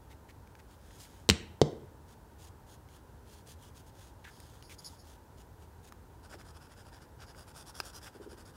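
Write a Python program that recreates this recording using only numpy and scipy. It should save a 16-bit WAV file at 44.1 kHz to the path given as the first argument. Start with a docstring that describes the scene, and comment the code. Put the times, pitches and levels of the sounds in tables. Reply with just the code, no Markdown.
"""Close, quiet leather work at a stone-topped table, over a low ventilation rumble. First a bottle nozzle
dabs along a strap's edge in small ticks and creaks. The bottle is put down: its shell clacks, the table
thuds. A fingertip spreads the paste with a papery hiss, and the strap squeaks as the hands change grip.
From about six seconds a wooden slicker burnishes the edge in quick strokes, squealing faintly on the
hardest. It knocks once against the strap's fitting, and a few dull bumps sit under the last strokes."""
import sys
import numpy as np
from scipy import signal
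from scipy.fft import rfft, irfft
from scipy.io import wavfile

SR = 44100
rng = np.random.default_rng(int(sys.argv[2]) if len(sys.argv) > 2 else 0)


def waveform_to_disk(signal):
    """Save audio, clipped to [-1, 1], as 16-bit WAV at the path in sys.argv[1]."""
    frames = np.transpose(np.atleast_2d(signal))
    scaled = np.clip(frames, -1, 1) * 32767
    samples = np.round(scaled).astype(np.int16)
    wavfile.write(sys.argv[1], SR, samples)


N = 377496
HZ = np.fft.rfftfreq(N, 1 / SR)
TIME = np.arange(N) / SR
RING_TIME = TIME[:SR // 4]

# Runs of to-and-fro slicker strokes. Each row: start and end in seconds, stroke count,
# extra length of a push in seconds, top-band trim in dB.
STROKE_RUNS = [(6.211, 7.071, 11, 0.013, -5.5), (7.187, 7.338, 2, 0.0087, -14), (7.349, 7.735, 4, .022, -1),
               (7.73, 8.103, 4, -.012, -1), (8.118, 8.606, 6, .002, -3)]
# How hard the hand leans on the slicker. 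Each row: time in seconds, level in dB.
PRESSURE = [(6.24, -66.5), (6.32, -63), (6.57, -66.5), (7.03, -66), (7.23, -63), (7.49, -65.5),
            (7.585, -60), (7.8, -57.5), (8.05, -58), (8.16, -71.5), (8.4, -64), (8.56, -70)]
# Tone of wood rubbing leather. Each row: frequency in Hz, level in dB.
WOOD_EQ = [(200, 5), (600, 9), (1100, 7.5), (1550, 11), (2100, -6.5), (3200, -1.5), (4200, -5),
           (6300, -6.5), (7800, -5), (11000, -3.5), (12500, -10), (16000, -13)]
# Resonances of the rubbed wood. Each row: centre in Hz, width in Hz, boost in dB.
WOOD_PEAKS = [(2660, 390, 1.1), (3450, 360, 3.3), (4910, 650, 11.6), (5470, 300, 6.6), (6830, 320, 4.2),
              (8900, 600, 3.8), (10500, 700, 2)]
# The slicker hits the fitting. Each row: time in seconds, level in dB.
KNOCKS = [(7.802, -27)]
# The bottle meets the table. Each row: time in seconds, trims in dB for sway, thud, hollow, shell
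# and crack, hardness as a cut-off in Hz, room send in dB.
BOTTLE_BLOWS = [(1.2904, -22, -10, -11, -9.5, -3, 11960, 1.5),
                (1.2994, -15.5, -21, -22, 1.5, -3.5, 8500, 0),
                (1.311, -27, -32, -36.5, -10, -30, 2600, -0.5),
                (1.6161, -32, -1.5, -43, -23.5, -4.5, 2700, 3)]
# Ring of the struck slicker, the table's sway and thud, the bottle's hollow and shell, and the bumps.
# Each row: frequency in Hz, level in dB, time to fall 60 dB in seconds.
SLICKER_MODES = [(420, -15, 0.034), (680, -36, 0.014), (950, -10, 0.021), (1310, -4.5, .014),
                 (1580, -2, 0.016), (2670, -1.5, 0.0093), (4400, -6, 0.0068), (4970, 0, .016),
                 (5700, -17, .012), (9350, -15, 0.024)]
SWAY_MODES = [(76.4, -1.5, .11), (185, -4, .1)]
THUD_MODES = [(113, -25, .1), (148, -16.5, .13), (239, -15, 0.052), (334, -9, 0.027), (429.2, 0, .019),
              (526, -8.5, 0.013), (670, -17, 0.028)]
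HOLLOW_MODES = [(865, -3, 0.012)]
SHELL_MODES = [(2240, -19, 0.0085), (2780, -12, .009), (3080, -3, .009), (3920, 0, .006),
               (4400, -3, 0.0044), (5650, -5.5, 0.0055), (6500, -4, .005), (7500, -1, .005),
               (8200, -12.5, 0.0045)]
BUMP_MODES = [(235, -12.5, 0.12), (342, -1, 0.072), (404, 1.5, 0.059), (483, -6.5, 0.072)]
# Fingers slide on leather. Each row: start and end in seconds, level in dB.
FINGER_RUBS = [(.68, .77, -71.5), (.78, 1.278, -68), (0.979, 1.066, -58.5), (2.069, 2.15, -68.5),
               (2.378, 2.5, -63), (2.66, 2.773, -66), (2.886, 2.997, -68.5), (3.248, 3.425, -66),
               (3.457, 3.55, -60), (3.581, 3.712, -66.5), (3.741, 3.824, -64.5), (3.857, 3.906, -67),
               (3.934, 4.12, -66), (4.181, 4.68, -69.5), (4.692, 4.756, -59), (4.769, 4.98, -65.5),
               (5.028, 5.177, -67.5), (5.37, 5.436, -67), (5.591, 5.66, -72.5), (5.824, 5.903, -65.5)]
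# Tone of rubbing skin, of a hard contact's crack, and of the hiss in creaks and taps.
# Each row: frequency in Hz, level in dB.
SKIN_EQ = [(300, -16), (900, 4), (1500, 2.5), (2300, -5), (3300, 2.5), (5000, 2), (6600, -1), (7800, -3),
           (9700, -1.5), (12000, -5.5), (15500, -7)]
CRACK_EQ = [(100, -12), (900, -3.5), (1300, -14), (2400, -2.5), (4500, 3), (7500, -.5), (9500, -9),
            (12000, -15), (16000, -22)]
HISS_EQ = [(500, -8), (1500, -1), (3500, -0.5), (6500, -2.5), (8000, -8.5), (11000, -7.5), (16000, -10)]
# Resonances of the finger rub and of the squeaking strap. Each row: centre in Hz, width in Hz, gain in dB.
SKIN_PEAKS = [(3397, 700, 2.5), (4970, 600, 1), (6590, 700, 4.5), (9500, 980, 1.5)]
SQUEAK_PEAKS = [(4650, 590, -2), (5250, 550, -0.5), (6700, 200, 1), (10100, 900, -9), (11000, 600, -13),
                (12100, 700, -15)]
# The strap squeaks through a tight grip. 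Each row: start and end in seconds, level in dB.
SQUEAKS = [(4.308, 4.495, -69.5), (4.63, 4.7, -64), (4.783, 4.81, -54), (4.845, 4.891, -48),
           (4.885, 5.15, -72.5), (4.987, 5.03, -66.5), (7.265, 7.325, -65), (8.308, 8.325, -61),
           (8.454, 8.47, -63)]
# Leather sticks and slips. Each row: start and end in seconds, level in dB, resonance in Hz.
CREAKS = [(.095, 0.142, -65, 1990), (0.282, .318, -63, 2090), (.587, 0.61, -63.5, 1770),
          (4.24, 4.258, -53.5, 1900), (4.251, 4.306, -57, 1590), (4.693, 4.737, -58, 2300),
          (6.319, 6.357, -56, 1400), (7.204, 7.247, -60, 1490), (8.057, 8.09, -54, 1480)]
# Ticks of nail, nozzle and fitting. Each row: time in seconds, level in dB, pitch in Hz, snap trim in dB.
TICKS = [(.474, -56, 2300, 3), (.553, -46, 1670, -3), (0.908, -50, 1880, -8.5), (1.052, -50.5, 2200, -7.5),
         (2.888, -52, 2200, 0), (4.402, -45.5, 9000, 2), (4.625, -47, 2930, 5), (4.696, -46, 2420, -1),
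         (5.923, -39.5, 1250, -3), (6.343, -35, 562, -16), (6.413, -45, 1500, -15), (7.348, -45, 1450, -16)]
# Soft, dull bumps. Each row: time in seconds, level in dB.
BUMPS = [(6.343, -41.5), (8.15, -40.5), (8.2, -35.5), (8.263, -35.5), (8.318, -40.5), (8.358, -50)]
# Decay of the room. Each row: frequency in Hz, time to fall 60 dB in seconds.
ROOM_T60 = [(100, 0.9), (400, 0.57), (1000, 0.45), (2500, 0.5), (5000, 0.36), (9000, 0.35), (15000, 0.02)]
# Tone of the room's tail and of the ventilation. Each row: frequency in Hz, level in dB.
ROOM_EQ = [(80, -17), (200, -14), (420, -12.5), (720, -17), (1200, -14), (2000, -14.5), (3000, -16.5),
           (5000, -16.5), (8000, -17.5), (10000, -20), (15000, -22)]
VENTILATION_EQ = [(20, -18.5), (33, -10), (48, 6.5), (88, 9), (130, 1.5), (190, -4), (450, -6), (700, -12),
                  (930, -5.5), (1120, -16), (1550, -16), (2200, -27), (5000, -29.5), (15500, -32)]


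def burnishing(usual_db=-64, body_db=-61.5, body_follows=0.46, mid_db=-2.5, top_db=-2.2):
    """The edge runs through the slicker's groove and stirs the wood; the body partly follows pressure."""
    shape_db = curve(WOOD_EQ, HZ) + sum(db * bell(hz, width) for hz, width, db in WOOD_PEAKS)
    texture = grit(per_s=5000, spread_db=0.5, patchy_db=1.4)
    moves = [(start, end, body_db + body_follows * (db - usual_db), db + mid_db, db + top_db + trim_db)
             for start, end, db, trim_db in strokes()]
    return friction(moves, texture, shape_db, taper=0.62, top_taper=1.2, uneven_db=2.5)


def strokes(push_db=0.47, turn_rest_s=.007):
    """Pulls alternate with firmer pushes. Each row: start and end in seconds, level and top trim in dB."""
    rows = []
    for start, end, count, push_longer_s, trim_db in STROKE_RUNS:
        turns = np.linspace(start, end, round(count) + 1)
        for begin, finish in zip(turns, turns[1:]):
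            push = 1 if len(rows) % 2 else -1
            extra = (push * push_longer_s - turn_rest_s) / 2
            db = np.interp((begin + finish) / 2, *np.transpose(PRESSURE)) + push * push_db
            rows.append((begin - extra, finish + extra, db, trim_db))
    return rows


def chatter(slow_hz=5200, fast_hz=5700, hardest_db=-61.0, growth=2.2):
    """Hard strokes start to squeal; the hoarse pitch rises with the speed of the stroke."""
    level, hz = np.zeros(N), slow_hz * np.ones(N)
    peak_pressure = max(db for _, db in PRESSURE)
    for start, end, db, _ in strokes():
        speed = arch(start, end, taper=1.1)
        add(level, start, amp(hardest_db + growth * (db - peak_pressure)) * speed)
        add(hz, start, (fast_hz - slow_hz) * speed / speed.max())
    return level * whistle(hz, width_hz=370, overtone_db=-16)


def bottle():
    """Each blow sways and thuds the table and rings the bottle; returns direct sound and room send."""
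    out, rattle = np.zeros((2, N)), noise(CRACK_EQ)
    for s, sway_db, thud_db, hollow_db, shell_db, crack_db, hard_hz, send_db in BOTTLE_BLOWS:
        crack = click(CRACK_EQ) + amp(-14) * burst(rattle, t60=0.023)
        clack = amp(shell_db - 7.5) * ring(SHELL_MODES) - amp(crack_db) * crack
        # a softer contact loses the treble
        clack = signal.lfilter(*signal.butter(1, hard_hz, fs=SR), clack)
        table = amp(thud_db) * ring(THUD_MODES) - amp(sway_db) * ring(SWAY_MODES)
        heavy = table + amp(hollow_db) * ring(HOLLOW_MODES)
        # the heavy parts take a moment to get moving
        blow = -clack - heavy * (1 - np.exp(-RING_TIME / .0011))
        add(out[0], s, blow)
        add(out[1], s, amp(send_db) * blow)
    return signal.sosfilt(signal.butter(3, 58, "high", fs=SR, output="sos"), out)


def fingers(usual_db=-67.5, body_db=-71.5, body_follows=0.2506, mid_db=-4.0, top_db=-3.5):
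    """Skin on leather: a soft rub with papery resonances; a firmer rub gains mostly hiss."""
    shape_db = curve(SKIN_EQ, HZ) + sum(db * bell(hz, width) for hz, width, db in SKIN_PEAKS)
    texture = grit(per_s=9000, spread_db=1.5, patchy_db=1.4)
    moves = [(start, end, body_db + body_follows * (db - usual_db), db + mid_db, db + top_db)
             for start, end, db in FINGER_RUBS]
    return friction(moves, texture, shape_db, taper=.6, top_taper=.85, uneven_db=1.5, size=49152)


def squeaks(pitch_hz=4950, tone_db=-6, rasp_db=-1):
    """The grip gives way at once; very fast slips whistle hoarsely and stir the strap's resonances."""
    level = np.zeros(N)
    for start, end, db in SQUEAKS:
        speed = arch(start, end, taper=0.22)
        add(level, start, amp(db) * evened(speed * np.linspace(1, .55, len(speed))))
    resonances = sum(amp(db) * bell(hz, width) for hz, width, db in SQUEAK_PEAKS)
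    rasp = colour(grit(per_s=6000, spread_db=-2.0, patchy_db=-0.5), resonances)
    tone = whistle(pitch_hz * (1 + .012 * wander(29.86)), width_hz=210, overtone_db=-0.5)
    return level * (amp(tone_db) * tone + amp(rasp_db) * rasp)


def creaks(usual_slips_per_s=310, usual_db=-58, db_per_doubling=10.5, hiss_db=-65.5):
    """Uneven trains of slips, each a short rasp through one soft resonance of the strap."""
    out, hiss, unsteady = np.zeros(N), noise(HISS_EQ), wander(150)
    for start, end, db, hz in CREAKS:
        speed = arch(start, end, taper=0.74)
        span = slice(round(start * SR), round(start * SR) + len(speed))
        # harder creaks slip faster, while their hiss stays the same
        rate = usual_slips_per_s * 2 ** ((db - usual_db) / db_per_doubling)
        cycles = np.cumsum(rate * np.exp(.45 * unsteady[span])) / SR
        slips = 0.28 + np.exp(-(cycles % 1) / 0.19)
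        body = signal.lfilter(*signal.iirpeak(hz, 3.5, SR), slips * rng.standard_normal(len(speed)))
        add(out, start, speed * (amp(db) * evened(body) + amp(hiss_db) * evened(slips * hiss[span])))
    return out


def taps():
    """Small ticks, and the slicker's knock; such small things radiate no bass."""
    out, hiss = np.zeros(N), noise(HISS_EQ)
    for s, db, hz, snap_db in TICKS:
        body = ring([(hz, 0, .012), (hz * 1.4, -4, .009)])
        snap = amp(snap_db - 3.5) * burst(hiss, t60=0.011)
        add(out, s, amp(db - 1.5) * (body + snap))
    for s, db in KNOCKS:
        crack = amp(-3) * click(CRACK_EQ) + amp(-14) * burst(hiss, t60=0.039)
        add(out, s, amp(db) * (ring(SLICKER_MODES) + crack))
    return signal.sosfilt(signal.butter(2, 330, "high", fs=SR, output="sos"), out)


def bumps():
    """Low, dull bumps with a soft attack."""
    out = np.zeros(N)
    for s, db in BUMPS:
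        add(out, s, amp(db + 0.5) * ring(BUMP_MODES) * (1 - np.exp(-RING_TIME / .006)))
    return out


def room(send):
    """A small room: dense reflections, each band dying at its own speed."""
    hz, t, bands = signal.stft(rng.standard_normal(SR), SR, nperseg=256)
    t60 = curve(ROOM_T60, hz)[:, None]
    decay = amp(curve(ROOM_EQ, hz)[:, None] - 60 * t / t60)
    equal_energy = np.sqrt(2 * np.log(1000) / (t60 * SR))
    tail = signal.istft(bands * decay * equal_energy, SR, nperseg=256)[1][:SR]
    fade_in = np.clip(TIME[:SR] / 0.00595, 0, 1)
    return signal.fftconvolve(send, tail * fade_in)[:N]


def ventilation(level_db=-54.5):
    """A steady bed of rumble and thin hiss."""
    return amp(level_db) * noise(VENTILATION_EQ)


def friction(moves, texture, shape_db, taper, top_taper, uneven_db, size=32768):
    """Sliding noise. Each move: start and end in seconds, then body, mid and top levels in dB."""
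    hz, out = np.fft.rfftfreq(size, 1 / SR), np.zeros(N)
    low = 1 / (1 + (hz / 2600) ** 10)
    high = 1 - 1 / (1 + (hz / 7500) ** 10)
    bands = np.sqrt(np.clip([low, 1 - low - high, high], 0, 1))
    for start, end, *bands_db in moves:
        # every new contact favours slightly different resonances
        contact_db = uneven_db * np.interp(hz, np.linspace(0, SR / 2, 80), rng.standard_normal(80))
        at = rng.integers(N - size)
        rub = rfft(texture[at:at + size]) * amp(np.interp(hz, HZ, shape_db) + contact_db)
        # the higher bands need more speed, so they gather in the middle of the move
        for band, db, band_taper in zip(bands, bands_db, np.linspace(taper, top_taper, len(bands))):
            speed = arch(start, end, band_taper)
            add(out, start, amp(db) * speed * evened(irfft(rub * band)[:len(speed)]))
    return out


def grit(per_s, spread_db, patchy_db):
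    """Fibres catch and let go: tiny clicks of uneven size, in clumps."""
    size = amp(spread_db * np.minimum(rng.exponential(1, N), 4))
    clicks = rng.standard_normal(N) * size * (rng.random(N) < per_s / SR)
    return clicks * amp(patchy_db * wander(70))


def whistle(hz, width_hz, overtone_db):
    """A hoarse friction tone with its octave: level and phase shake at random; rms 1."""
    phase = 2 * np.pi * np.cumsum(hz) / SR + 0.97 * wander(width_hz)
    return evened(wander(width_hz) * (np.cos(phase) + amp(overtone_db) * np.cos(2 * phase)))


def arch(start, end, taper):
    """Speed of one slide, up from rest and back; more taper narrows the swell; rms 1."""
    length = max(round((end - start) * SR), 9)
    return evened(np.sin(np.linspace(0, np.pi, length)).clip(0) ** taper)


def ring(modes):
    """A struck body rings as dying sines."""
    return sum(amp(db - 60 * RING_TIME / t60) * np.sin(2 * np.pi * hz * RING_TIME)
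               for hz, db, t60 in modes)


def click(eq, size=2048):
    """The tightest causal click with a given tone; peak 1."""
    log_gain = np.log(amp(curve(eq, abs(np.fft.fftfreq(size, 1 / SR)))))
    pulse = np.fft.ifft(np.exp(np.conj(signal.hilbert(log_gain)))).real
    return np.pad(pulse / abs(pulse).max(), (0, len(RING_TIME) - size))


def burst(source, t60):
    """A slice of noise with an instant attack and a dying tail."""
    at = rng.integers(N - len(RING_TIME))
    fade = amp(-60 * RING_TIME / t60)
    return evened(source[at:at + len(fade)] * fade) * np.sqrt(np.mean(fade ** 2))


def noise(eq):
    """Steady noise through an EQ curve; rms 1."""
    return colour(rng.standard_normal(N), amp(curve(eq, HZ)))


def wander(rate_hz):
    """Smooth random modulation; rms 1."""
    return colour(rng.standard_normal(N), np.exp(-(HZ / rate_hz) ** 2))


def colour(x, gain):
    """Filters by one gain per frequency; rms 1."""
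    return evened(irfft(rfft(x) * gain, N))


def bell(hz, width):
    """Gain of a resonance, 1 at its top."""
    return 1 / (1 + ((HZ - hz) / width * 2) ** 2)


def curve(points, hz):
    """Joins (Hz, value) points on a log-frequency axis."""
    point_hz, value = np.transpose(points)
    return np.interp(np.log(hz + 1), np.log(point_hz), value)


def add(mix, s, sound):
    """Mixes a sound in at s seconds."""
    part = mix[round(s * SR):][:len(sound)]
    part += sound[:len(part)]


def amp(db):
    """Decibels to gain."""
    return 10 ** (np.asarray(db) / 20)


def evened(x):
    """Scales to rms 1."""
    return x / np.sqrt(np.mean(x ** 2) + 1e-20)


def scene():
    """The mono mix: the hands sit up close; the table and the bumps stir more of the room."""
    hands = fingers() + burnishing() + chatter() + squeaks() + creaks() + taps()
    blows, blows_send = bottle()
    dull = bumps()
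    reverb = room(blows_send + amp(-3.0) * hands + amp(7.5) * dull)
    return (hands + blows + dull + reverb + ventilation())[None]


def record(dry, ceiling=.88, cutoff_hz=15800):
    """Peaks overload just under full scale; then a steep low-pass trims the top."""
    limited = np.clip(dry, -ceiling, ceiling)
    low_pass = signal.firwin(511, cutoff_hz, window=("kaiser", 9), fs=SR)
    return signal.oaconvolve(limited, low_pass[None], "same")


dry = scene()
out = record(dry)
waveform_to_disk(out)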